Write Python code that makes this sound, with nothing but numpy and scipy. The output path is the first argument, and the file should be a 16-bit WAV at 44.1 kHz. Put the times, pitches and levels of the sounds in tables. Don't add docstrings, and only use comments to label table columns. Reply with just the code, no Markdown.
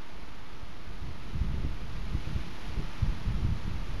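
import sys
import numpy as np
from scipy import signal
from scipy.fft import rfft, irfft
from scipy.io import wavfile
from scipy.ndimage import uniform_filter1d

SR = 44100
rng = np.random.default_rng(int(sys.argv[2]) if len(sys.argv) > 2 else 0)


def master(y):
    cut = np.clip(np.atleast_2d(y).T, -1, 1)
    pcm = np.round(cut * 32767)
    wavfile.write(sys.argv[1], SR, pcm.astype(np.int16))


N = 176400

# time in seconds, relative level in dB.
WIND_SWELL = [(0, -5), (.7, -5.5), (1.05, -4.5), (1.35, -3), (1.9, -3), (2.25, -.5), (2.6, 0), (3.05, -0.3),
              (3.4, -1.5), (4, -0.9)]
# frequency in Hz, relative level in dB.
RUMBLE_TONE = [(8, -17.5), (20, 2.5), (35, 1.5), (75, -7), (135, -8), (210, -11.5), (250, -15), (310, -15),
               (450, -26.5), (800, -50)]
# frequency in Hz, relative level in dB.
FAR_TREE_TONE = [(200, 3.5), (450, -0.5), (560, -3.5), (700, -1), (800, -6), (860, 3), (940, -0.5),
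                 (1060, -1), (1250, 0), (1600, -7), (2200, -8.5), (4000, -16), (9000, -28)]
# start in seconds, hold in seconds, relative level in dB,
# level of the hard edge against the body in dB.
MIC_GUSTS = [(0.634, 0.11, -49, -19), (0.856, .05, -44, -24), (1.015, 0.096, -39.5, -24),
             (1.335, 0.18, -33.5, -22), (1.535, 0.13, -32.5, -18), (1.68, 0.45, -39.5, -21.5),
             (2.134, 0.013, -34, -9), (2.27, 0.097, -34, -21.5), (2.657, 0.11, -41, -28),
             (2.764, 0.038, -34.5, -9), (3.013, 0.07, -29, -26), (3.123, 0.067, -36.5, -18.5),
             (3.25, 0.28, -29.5, -25.5), (3.58, 0.4, -39, -20.5)]
# frequency in Hz, relative level in dB.
GUST_BODY_TONE = [(8, -16), (20, 4), (45, 0.5), (90, -3), (140, -9), (210, -14), (270, -27.5), (400, -40),
                  (600, -53), (1200, -74)]
GUST_EDGE_TONE = [(160, 4), (260, 2), (350, 2.5), (430, -6.5), (550, -18), (900, -34)]
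# time in seconds, core level in dB, rough half-width in milliseconds.
PORT_EDDIES = [(0.634, -28, 2.2), (1.086, -26, 2), (1.417, -11.5, 2.5), (1.544, -18, 1.7), (1.566, -32, 2),
               (1.65, -15.5, 1.4), (2.151, -13, 2.4), (2.278, -28, 0.67), (2.797, -18.5, 1.4),
               (3.032, -13, 3.7), (3.097, -23, 6.1), (3.271, -22, 4.2), (3.311, -17, 3.4), (3.45, -12, 1.9),
               (3.489, -19, 2.2), (3.514, -19, 2.3), (3.681, -20, 1.8)]
# frequency in Hz, relative level in dB.
LEAF_TONE = [(300, 2), (900, -1), (1600, -0.5), (2100, 0.5), (3000, -1.1), (4000, -4), (5500, -8.5),
             (7000, -11.5), (9800, -17), (12500, -23.5), (13600, -49)]


def undb(db):
    return 10 ** (np.asarray(db) / 20)


def unit_rms(x):
    return x / np.sqrt(np.mean(x ** 2))


def equalise(x, tone):
    hz, db = np.array(tone).T
    bin_hz = np.maximum(np.arange(N // 2 + 1) * SR / N, 1)
    roll_off = (np.minimum(bin_hz / hz[0], 1) * np.minimum(hz[-1] / bin_hz, 1)) ** 2
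    curve = undb(np.interp(np.log(bin_hz), np.log(hz), db))
    return unit_rms(irfft(rfft(x) * roll_off * curve, N))


def waver(hz):
    hold = max(int(SR / hz), 2)
    steps = np.repeat(rng.standard_normal(N // hold + 2), hold)
    return unit_rms(uniform_filter1d(uniform_filter1d(steps, hold), hold)[:N])


def wind_db(t):
    return np.interp(t, *np.array(WIND_SWELL).T)


def rumble(t):
    level_db = -41.5 + wind_db(t) - 2.15 * waver(hz=8)
    return undb(level_db) * equalise(rng.standard_normal(N), RUMBLE_TONE)


def far_trees(t, follow=0.49, lag_s=0.47):
    level_db = -50 + follow * wind_db(t - lag_s) + 0.12 * waver(hz=7.7)
    return undb(level_db) * equalise(rng.standard_normal(N), FAR_TREE_TONE)


def gust_buffeting(t, attack_s=0.013, release_s=0.041, rough_db=1.8, trim_db=1.57):
    body_power, edge_power = 0, 0
    for start, hold, db, edge_db in MIC_GUSTS:
        rise = np.clip((t - start) / attack_s + .5, 0, 1)
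        fall = np.exp(-np.maximum(t - start - hold, 0) / release_s)
        power = (undb(db) * rise * fall) ** 2
        body_power += power
        edge_power += power * undb(edge_db) ** 2
    ragged = undb(rough_db * waver(hz=44.54))
    body = np.sqrt(body_power) * equalise(ragged * rng.standard_normal(N), GUST_BODY_TONE)
    edge = np.sqrt(edge_power) * equalise(ragged * rng.standard_normal(N), GUST_EDGE_TONE)
    return undb(trim_db) * (body + edge)


def eddy_thumps(t, wake_stretch=2.5, wake_share=0.68):
    thumps = 0
    for when, db, width_ms in PORT_EDDIES:
        passage = (t - when) * 1000 / width_ms
        core = 1 / (1 + passage ** 2 / 2) ** 2
        wake = wake_share / wake_stretch / (1 + (passage / wake_stretch) ** 2 / 2) ** 2
        thumps += undb(db) * (wake - core)
    return thumps


def leaf_rustle(t, boughs=4, peak_contacts_per_s=14000, spread_db=1.5, flutter_db=.5, level_db=-49.5):
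    force = undb(wind_db(t) / 2)
    ticks = 0
    for _ in range(boughs):
        contacts = rng.random(N) < peak_contacts_per_s / boughs * force ** 2 / SR
        strength = undb(spread_db * rng.standard_normal(N))
        polarity = np.sign(rng.standard_normal(N))
        flutter = undb(flutter_db * waver(hz=11))
        ticks += contacts * strength * polarity * force * flutter
    swell_rms = np.sqrt(np.mean(force ** 4))
    return undb(level_db) * equalise(ticks, LEAF_TONE) * swell_rms


def scene():
    t = np.arange(N) / SR
    mix = leaf_rustle(t) + far_trees(t) + rumble(t) + gust_buffeting(t) + eddy_thumps(t)
    return mix[None]


def record(dry, notch_hz=7924, top_hz=13450, dc_offset=.028):
    notched = signal.lfilter(*signal.iirnotch(notch_hz, Q=2.4, fs=SR), dry)
    high_cut = signal.ellip(10, .1, 80, top_hz, fs=SR, output="sos")
    return signal.sosfilt(high_cut, notched) + dc_offset


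dry = scene()
out = record(dry)
master(out)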